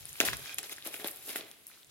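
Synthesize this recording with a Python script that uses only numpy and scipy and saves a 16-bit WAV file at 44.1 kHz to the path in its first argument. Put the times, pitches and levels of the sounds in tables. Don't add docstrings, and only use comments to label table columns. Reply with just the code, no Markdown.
import sys
import numpy as np
from scipy import signal
from scipy.fft import rfft, irfft
from scipy.io import wavfile

SR = 44100
rng = np.random.default_rng(int(sys.argv[2]) if len(sys.argv) > 2 else 0)


def transcribe(u):
    v = np.clip(np.atleast_2d(u).T, -1, 1)
    q = np.round(v * 32767).astype(np.int16)
    wavfile.write(sys.argv[1], SR, q)


def voltage_ratio(level):
    return 10 ** (np.asarray(level, float) / 20)


N = 83790

# time in seconds, crackle of tape and folds in dB before a fixed trim,
# thin film over that in dB.
WORKING = [(0.0, -56.5, 5.5), (0.043, -58.5, 0), (0.088, -55, 4), (0.119, -57, 4), (0.2, -50, 1.5),
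           (0.208, -29, -3), (0.248, -44, -9.5), (0.252, -35, 4.5), (0.276, -34.5, 2.5), (0.28, -34, -4),
           (0.328, -48.5, -3.5), (0.332, -34, -6), (0.354, -49, -3.5), (0.42, -54, 4.5), (0.465, -48, -1),
           (0.529, -51, -3), (0.564, -62.5, 6), (0.575, -60, -5), (0.587, -39, 1.5), (0.618, -61.5, -2),
           (0.638, -44.5, -6.5), (0.683, -58, 6), (0.697, -53, -1), (0.726, -44, 5), (0.747, -56, -0.5),
           (0.823, -57, 0), (0.838, -56, -4), (0.854, -48, 7), (0.87, -43.5, 2.5), (0.907, -52.5, -3.5),
           (0.928, -51.5, 4.5), (0.946, -44, 1.5), (0.985, -58, 9.5), (1.003, -47, 1), (1.034, -55, 2),
           (1.048, -42.5, -2), (1.079, -46, 6.5), (1.101, -55, 6), (1.203, -57, 3), (1.262, -54, 7.5),
           (1.292, -46, 5.5), (1.35, -49, -0.5), (1.364, -42.5, 8.5), (1.439, -53.5, -17),
           (1.486, -59.5, 4.5), (1.55, -63.5, -2.5), (1.637, -71, 7), (1.662, -65, -11),
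           (1.676, -65.5, 18.5), (1.733, -60, -7), (1.828, -67, 5), (1.863, -96, 2), (1.9, -59, -21)]
# time in seconds, lead of the left side in ms, left over right in dB.
PLACE = [(0, .11, 2.5), (.5, 0.1, 1.1), (1.1, 0.083, 2), (1.4, 0.046, .3), (1.9, 0.0034, 3)]


def rms_one(x):
    return x / np.sqrt(np.mean(x ** 2) + 1e-20)


def in_time(rows, s=None):
    t, *columns = np.transpose(rows)
    when = np.arange(N) / SR if s is None else s
    return [np.interp(when, t, column) for column in columns]


def at_hz(points, hz):
    point_hz, point_db = np.transpose(points)
    return np.interp(np.log(hz), np.log(point_hz), point_db)


def ring(clicks, hz, t60):
    radius = voltage_ratio(-60 / (t60 * SR))
    turn = 2 * np.pi * hz / SR
    poles = [1, -2 * radius * np.cos(turn), radius ** 2]
    return signal.lfilter([0, np.sin(turn)], poles, clicks + 1e-18)


def arrive(s, size, lead_ms, pan_db):
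    out = np.zeros((2, N))
    for side, sign in enumerate((1, -1)):
        arrival_s = s - sign * lead_ms / 2000
        at = np.clip(np.round(arrival_s * SR).astype(int), 0, N - 1)
        np.add.at(out[side], at, size * voltage_ratio(sign * pan_db / 2))
    return out


def noise(spectrum, alike):
    mid, side = rng.standard_normal((2, N))
    pair = np.sqrt(1 + alike) * mid + np.sqrt(1 - alike) * side * np.array([[1], [-1]])
    hz = np.maximum(np.arange(N // 2 + 1) * SR / N, 1)
    return rms_one(irfft(rfft(pair) * voltage_ratio(at_hz(spectrum, hz)), N))


def patches(spectrum, count):
    hz = np.geomspace(spectrum[0][0], min(spectrum[-1][0], 16000), count)
    return hz, voltage_ratio(at_hz(spectrum, hz)) * np.sqrt(hz / hz[0])


def crackle(spectrum, grains_per_s, cycles, tilt_db):
    clumps_per_s, clump_db, clump_fade_s, spread_db = 70, 1.8, 0.005, 1.5
    width_ms = 0.074

    starts = (rng.random(N) < clumps_per_s / SR) * np.minimum(rng.exponential(1, N), 3)
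    swell = signal.lfilter([1], [1, -np.exp(-1 / (clump_fade_s * SR))], starts)
    sizes = voltage_ratio(spread_db * np.minimum(rng.exponential(1, N), 5)) * rng.choice([-1, 1], N)
    sizes = sizes * voltage_ratio(clump_db * swell)

    born = rng.random(N) < grains_per_s / SR
    patch = rng.integers(0, 16, N)
    spot = rng.standard_normal((2, N))
    lead_ms, pan_db = in_time(PLACE)
    pitches, gains = patches(spectrum, count=16)
    rings = []
    for k, (hz, gain) in enumerate(zip(pitches, gains)):
        i = np.flatnonzero(born & (patch == k))
        clicks = arrive(i / SR, sizes[i], lead_ms[i] + width_ms * spot[0, i], pan_db[i] + 3 * spot[1, i])
        rings.append(ring(clicks * gain * np.sqrt(hz), hz, cycles / hz))
    tilted = sum(r * voltage_ratio(tilt_db * np.log2(hz / pitches[8])) for r, hz in zip(rings, pitches))
    return tilted / np.std(sum(rings))


def snaps(rows, cycles, step_octaves, offset_db):
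    delay_s, loss_db_per_slip, loss_db_per_step, scatter_db = 0.0008, 4, 6, 1.5
    s, db, pitch_hz, length_ms = np.transpose(rows)[:, :, None, None]
    luck = rng.standard_normal((len(rows), 6, 7))
    step = np.arange(-2, 3)
    slip = np.arange(6)[:, None]
    hz = np.clip(pitch_hz * 2 ** (step * step_octaves), 300, 16200)
    late_s = np.abs(length_ms) / 5000 * slip * (1 + .2 * luck[:, :, 5:6])

    size_db = db + offset_db - loss_db_per_slip * slip - loss_db_per_step * np.abs(step)
    size = voltage_ratio(size_db + scatter_db * luck[:, :, :5])
    size = size * np.sign(luck[:, :, 6:]) * (-1.) ** step

    lead_ms, pan_db = in_time(PLACE, s)
    out, n = np.zeros((2, N + 999)), np.arange(700)
    first = (s[:, 0] * SR).astype(int)
    for side, sign in enumerate((1, -1)):
        arrival_s = s + delay_s + late_s - sign * lead_ms / 2000
        age_s = (first[:, None, None] + n) / SR - arrival_s[..., None]
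        age = np.maximum(age_s, 0) * hz[..., None]
        decay = voltage_ratio(-60 * age / cycles)
        rings = (size * voltage_ratio(sign * pan_db / 2))[..., None] * np.sin(2 * np.pi * age) * decay
        np.add.at(out[side], first + n, rings.sum(axis=(1, 2)))
    return out[:, :N]


def film():
    # frequency in Hz, relative level in dB per Hz.
    film_spectrum = [(5000, 0), (6070, -31), (7200, 11.5), (8020, -3), (9000, 10), (11800, 15.5),
                     (13800, 6), (16000, 2)]
    # time in seconds, relative strength in dB, pitch in Hz,
    # nominal span of the slips in ms.
    film_creases = [(0.0064, -43, 9910, 0.76), (0.054, -22.5, 8900, 0.33), (0.0694, -38, 11900, 0.89),
                    (0.0918, -28, 7200, 1.9), (0.129, -24, 8630, 1.01), (0.202, -7, 6500, 0.3),
                    (0.2021, -7, 13000, 0.47), (0.2504, -16, 11400, 1.3), (0.3296, -34, 10900, 1.3),
                    (0.3687, -20, 10000, 1.06), (0.394, -29, 11600, 0.98), (0.406, -39, 11300, 0.95),
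                    (0.5437, -21, 11800, 0.4), (0.5837, -14.5, 8100, 0.8), (0.5838, -15, 14500, 0.73),
                    (0.5875, -23, 10100, 0.74), (0.5904, -34, 9140, 1.7), (0.63, -24, 9900, 1.5),
                    (0.67, -38, 10600, 1), (0.6946, -23, 11100, 1.5), (0.7154, -45, 10300, 1.1),
                    (0.7257, -34, 11100, 1.8), (0.7624, -32, 9800, 1.3), (0.7678, -30, 6900, 1.04),
                    (0.7814, -47, 9590, 1.3), (0.848, -31, 11700, 1.3), (0.854, -39, 11500, 0.91),
                    (0.8722, -17, 12000, 1), (0.91, -35, 10600, 1.3), (0.9408, -22, 11200, 1.7),
                    (1.044, -24.5, 11500, 1.9), (1.0728, -15, 12200, 1.8), (1.0772, -18, 12100, 5),
                    (1.0832, -30, 11500, 3.5), (1.1106, -22, 12900, 0.91), (1.1142, -27, 9500, 0.68),
                    (1.1593, -27, 12100, 1.3), (1.171, -28, 13500, 0.69), (1.2153, -48, 11100, 0.85),
                    (1.262, -25, 11700, 3), (1.3025, -28, 10500, 0.85), (1.3588, -14, 11400, 1.2),
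                    (1.513, -28, 10700, 1), (1.6676, -24, 11400, 1.3), (1.8454, -40, 6800, 1),
                    (1.8692, -44, 9100, 1.6)]
    fold_db, over_db = in_time(WORKING)
    fizz = crackle(film_spectrum, grains_per_s=22000, cycles=30, tilt_db=0)
    ticks = snaps(film_creases, cycles=11.25, step_octaves=0.35, offset_db=1)
    high_pass = signal.butter(2, 5360, "high", fs=SR, output="sos")
    return signal.sosfilt(high_pass, voltage_ratio(fold_db + over_db - 0.17) * fizz + ticks)


def folds():
    # frequency in Hz, relative level in dB per Hz.
    fold_spectrum = [(530, -34), (900, -25.5), (2240, -4), (2390, -0.5), (3260, -1.5), (4690, 2),
                     (5450, -6), (5900, -11.5), (6860, 3.5), (7500, -12.5), (9750, -33), (16500, -120)]
    # time in seconds, tilt in dB per octave.
    tightness = [(0, 2.5), (.2, -4), (.35, -4), (.5, 3), (.65, 0.8), (.85, -4), (1.05, -8), (1.25, -1),
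                 (1.45, -7.5), (1.9, 1)]
    # time in seconds, relative strength in dB, pitch in Hz,
    # nominal span of the slips in ms.
    fold_creases = [(0.0541, -30.5, 3500, 0.46), (0.155, -30, 2700, 4.2), (0.202, -4.5, 2700, 0.74),
                    (0.21, -6.5, 2500, 2.52), (0.2485, -41, 2450, 2.9), (0.285, -10.5, 1890, 1.08),
                    (0.3309, -18, 2040, 3.65), (0.4574, -26, 2440, 0.93), (0.4935, -27.5, 2660, 2.7),
                    (0.5835, -16.5, 2520, 1.15), (0.5861, -29, 1720, 1.2), (0.5898, -41, 2730, 0.74),
                    (0.63, -34, 1730, 1.22), (0.6944, -30, 2370, 1.4), (0.6978, -29.5, 2040, 1.3),
                    (0.7223, -28, 1970, 1.86), (0.7257, -25, 3500, 3.9), (0.7815, -32, 1710, 2.3),
                    (0.8232, -30, 3800, 1), (0.8367, -47, 2150, 1.3), (0.85, -43, 2620, 2),
                    (0.8729, -29.5, 1004, 3), (0.941, -20, 2570, 1.9), (0.9981, -30.5, 1770, 0.99),
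                    (1.0435, -20.5, 3460, 1.19), (1.061, -32, 1630, 1.8), (1.0725, -32, 2500, 1.5),
                    (1.083, -18, 3930, 1.8), (1.292, -25, 3100, 0.51), (1.3568, -20, 1655, 0.56),
                    (1.3588, -17.5, 2340, 2.09), (1.4085, -23, 3600, 1.56), (1.5132, -35, 3450, 1.97),
                    (1.699, -45.5, 1500, 2.6), (1.7137, -42, 2070, 1.04), (1.773, -48.5, 1440, 1.7),
                    (1.8304, -37.5, 3680, 1.34), (1.846, -52, 4740, 0.78)]
    fold_db = in_time(WORKING)[0]
    grains = crackle(fold_spectrum, grains_per_s=9000, cycles=9.4, tilt_db=in_time(tightness)[0])
    cracks = snaps(fold_creases, cycles=12.2, step_octaves=0.38, offset_db=-5.5)
    return voltage_ratio(fold_db + 1.5) * grains + cracks


def box():
    # time in seconds, relative strength in dB.
    knocks = [(0.201, -17.5), (0.235, -20.5), (0.248, -30.5), (0.328, -33.5), (0.582, -40.5), (0.72, -38.5),
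              (0.779, -45), (0.861, -29.5), (0.876, -38), (0.885, -41), (0.943, -36), (0.994, -39),
              (1.0432, -23.5), (1.278, -41), (1.292, -35), (1.355, -28.5), (1.409, -38)]
    # time in seconds, relative level in dB.
    grip = [(0.0, -63), (0.165, -70), (0.2, -81), (0.21, -34), (0.235, -36), (0.312, -52), (0.345, -50),
            (0.421, -56), (0.565, -62.5), (0.593, -47.5), (0.622, -56), (0.722, -56.5), (0.821, -74),
            (0.876, -32.5), (0.895, -52.5), (0.981, -54), (1.057, -38.5), (1.11, -54.5), (1.231, -60.5),
            (1.289, -47.5), (1.329, -54), (1.37, -44), (1.572, -64.5), (1.9, -69)]
    # frequency in Hz, relative level in dB, decay time t60 in seconds.
    modes = [(200, -18, 0.075), (337.8, -2, 0.038), (426, 4, 0.032), (505.5, -3, 0.022), (587, -1, 0.051),
             (675, -4.5, 0.081), (770, -1.5, 0.025), (1043, -40, 0.025)]
    rubs_per_s, rub_db, rub_apart = 570, -7, 0.5
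    knock_db, knock_late_s, knock_scatter_db, knock_soft_hz = -15, 0.001798, 2.0, 1430

    s, db = np.transpose(knocks)
    luck_db = rng.normal(0, knock_scatter_db, (len(s), len(modes)))
    rubs = (rng.random(N) < rubs_per_s / SR) * rng.laplace(0, 1, (len(modes), 1, N))
    rubs = rubs * (1 + rub_apart * rng.standard_normal((len(modes), 2, N)))
    lead_ms, pan_db = in_time(PLACE, s)
    knocked = rubbed = 0
    for k, (hz, level_db, t60) in enumerate(modes):
        size = voltage_ratio(db + knock_db + level_db + luck_db[:, k])
        knocked = knocked + ring(arrive(s + knock_late_s, size, lead_ms, pan_db), hz, t60)
        rubbed = rubbed + ring(rubs[k] * voltage_ratio(level_db), hz, t60)
    lean_db = in_time(PLACE)[1] * np.array([[.5], [-.5]])
    rubbed = rms_one(rubbed) * voltage_ratio(rub_db + in_time(grip)[0] + lean_db)
    soften = signal.butter(2, knock_soft_hz, fs=SR, output="sos")
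    return signal.sosfilt(soften, knocked) + rubbed


def bounce(parcel):
    delays_ms = (0.563, 0.78)
    n = np.arange(N)
    delayed = [np.interp(n - ms * SR / 1000, n, side) for ms, side in zip(delays_ms, parcel)]
    return voltage_ratio(-15.5) * np.array(delayed)


def room(x):
    t60_s, wall_cut_hz = 0.36, 18000
    dull = np.exp(-2 * np.pi * wall_cut_hz / SR)
    out = np.zeros((2, N))
    lags = (rng.uniform(.008, 0.032, 12) * SR).astype(int)
    for k, lag in enumerate(lags):
        loop, state = x.copy(), [0.]
        gain = voltage_ratio(-60 * lag / SR / t60_s)
        for i in range(lag, N, lag):
            back, state = signal.lfilter([gain * (1 - dull)], [1, -dull], loop[i - lag:i], zi=state)
            loop[i:i + lag] += back[:N - i]
        out[k % 2] += (loop - x) * (-1) ** (k // 2)
    return voltage_ratio(-16.5) * out


def rumble():
    # time in seconds, level in dB.
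    rumble_level = [(0, -57.5), (.18, -65.5), (.25, -54.5), (.285, -47), (.32, -51.5), (.36, -49.5),
                    (.43, -58.5), (.49, -71), (.6, -62), (.66, -71.5), (1.0, -71), (1.4, -71.5),
                    (1.55, -78.5), (1.78, -80), (1.9, -68.5)]
    # frequency in Hz, relative level in dB per Hz.
    desk_spectrum = [(12, -44), (20, -27), (37, 7), (53, 6.5), (150, 11.5), (184, -4.5), (220, -3.5),
                     (290, -27), (480, -120)]
    return voltage_ratio(in_time(rumble_level)[0]) * noise(desk_spectrum, alike=0.15)


def still_air():
    # frequency in Hz, relative level in dB per Hz.
    air_spectrum = [(24, -35), (40, -4), (290, 9), (491, -20), (556, 1), (1020, -1), (3560, 3), (5720, -3),
                    (10400, 2), (16000, -3)]
    return voltage_ratio(-61.5) * noise(air_spectrum, alike=0.046)


def slide():
    # time in seconds, level in dB.
    slide_level = [(0, -93), (.41, -57.5), (.455, -53), (.49, -49.5), (.535, -46.5), (.56, -66), (1.9, -99)]
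    # frequency in Hz, relative level in dB, decay time t60 in seconds.
    tape_modes = [(1640, -7, 0.027), (2450, 2, 0.019), (3200, 4, 0.009)]
    friction = rng.standard_normal((2, N)) + rng.standard_normal(N)
    rings = sum(ring(friction * voltage_ratio(level_db), hz, t60) for hz, level_db, t60 in tape_modes)
    return voltage_ratio(in_time(slide_level)[0]) * rms_one(rings)


def scene():
    parcel = film() + folds() + box() + slide()
    radiates = signal.butter(4, 218.5, "high", fs=SR, output="sos")
    parcel = signal.sosfilt(radiates, parcel)
    return parcel + bounce(parcel) + room(parcel.mean(axis=0)) + rumble() + still_air()


def top_cut(x):
    return signal.sosfilt(signal.butter(12, 16970, fs=SR, output="sos"), x)


def record(dry):
    low = signal.butter(2, 42, "high", fs=SR, output="sos")
    high = signal.cheby2(14, 30, 16250, fs=SR, output="sos")
    mix = signal.sosfilt(np.vstack([low, high]), dry)
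    return top_cut(mix)


dry = scene()
out = record(dry)
transcribe(out)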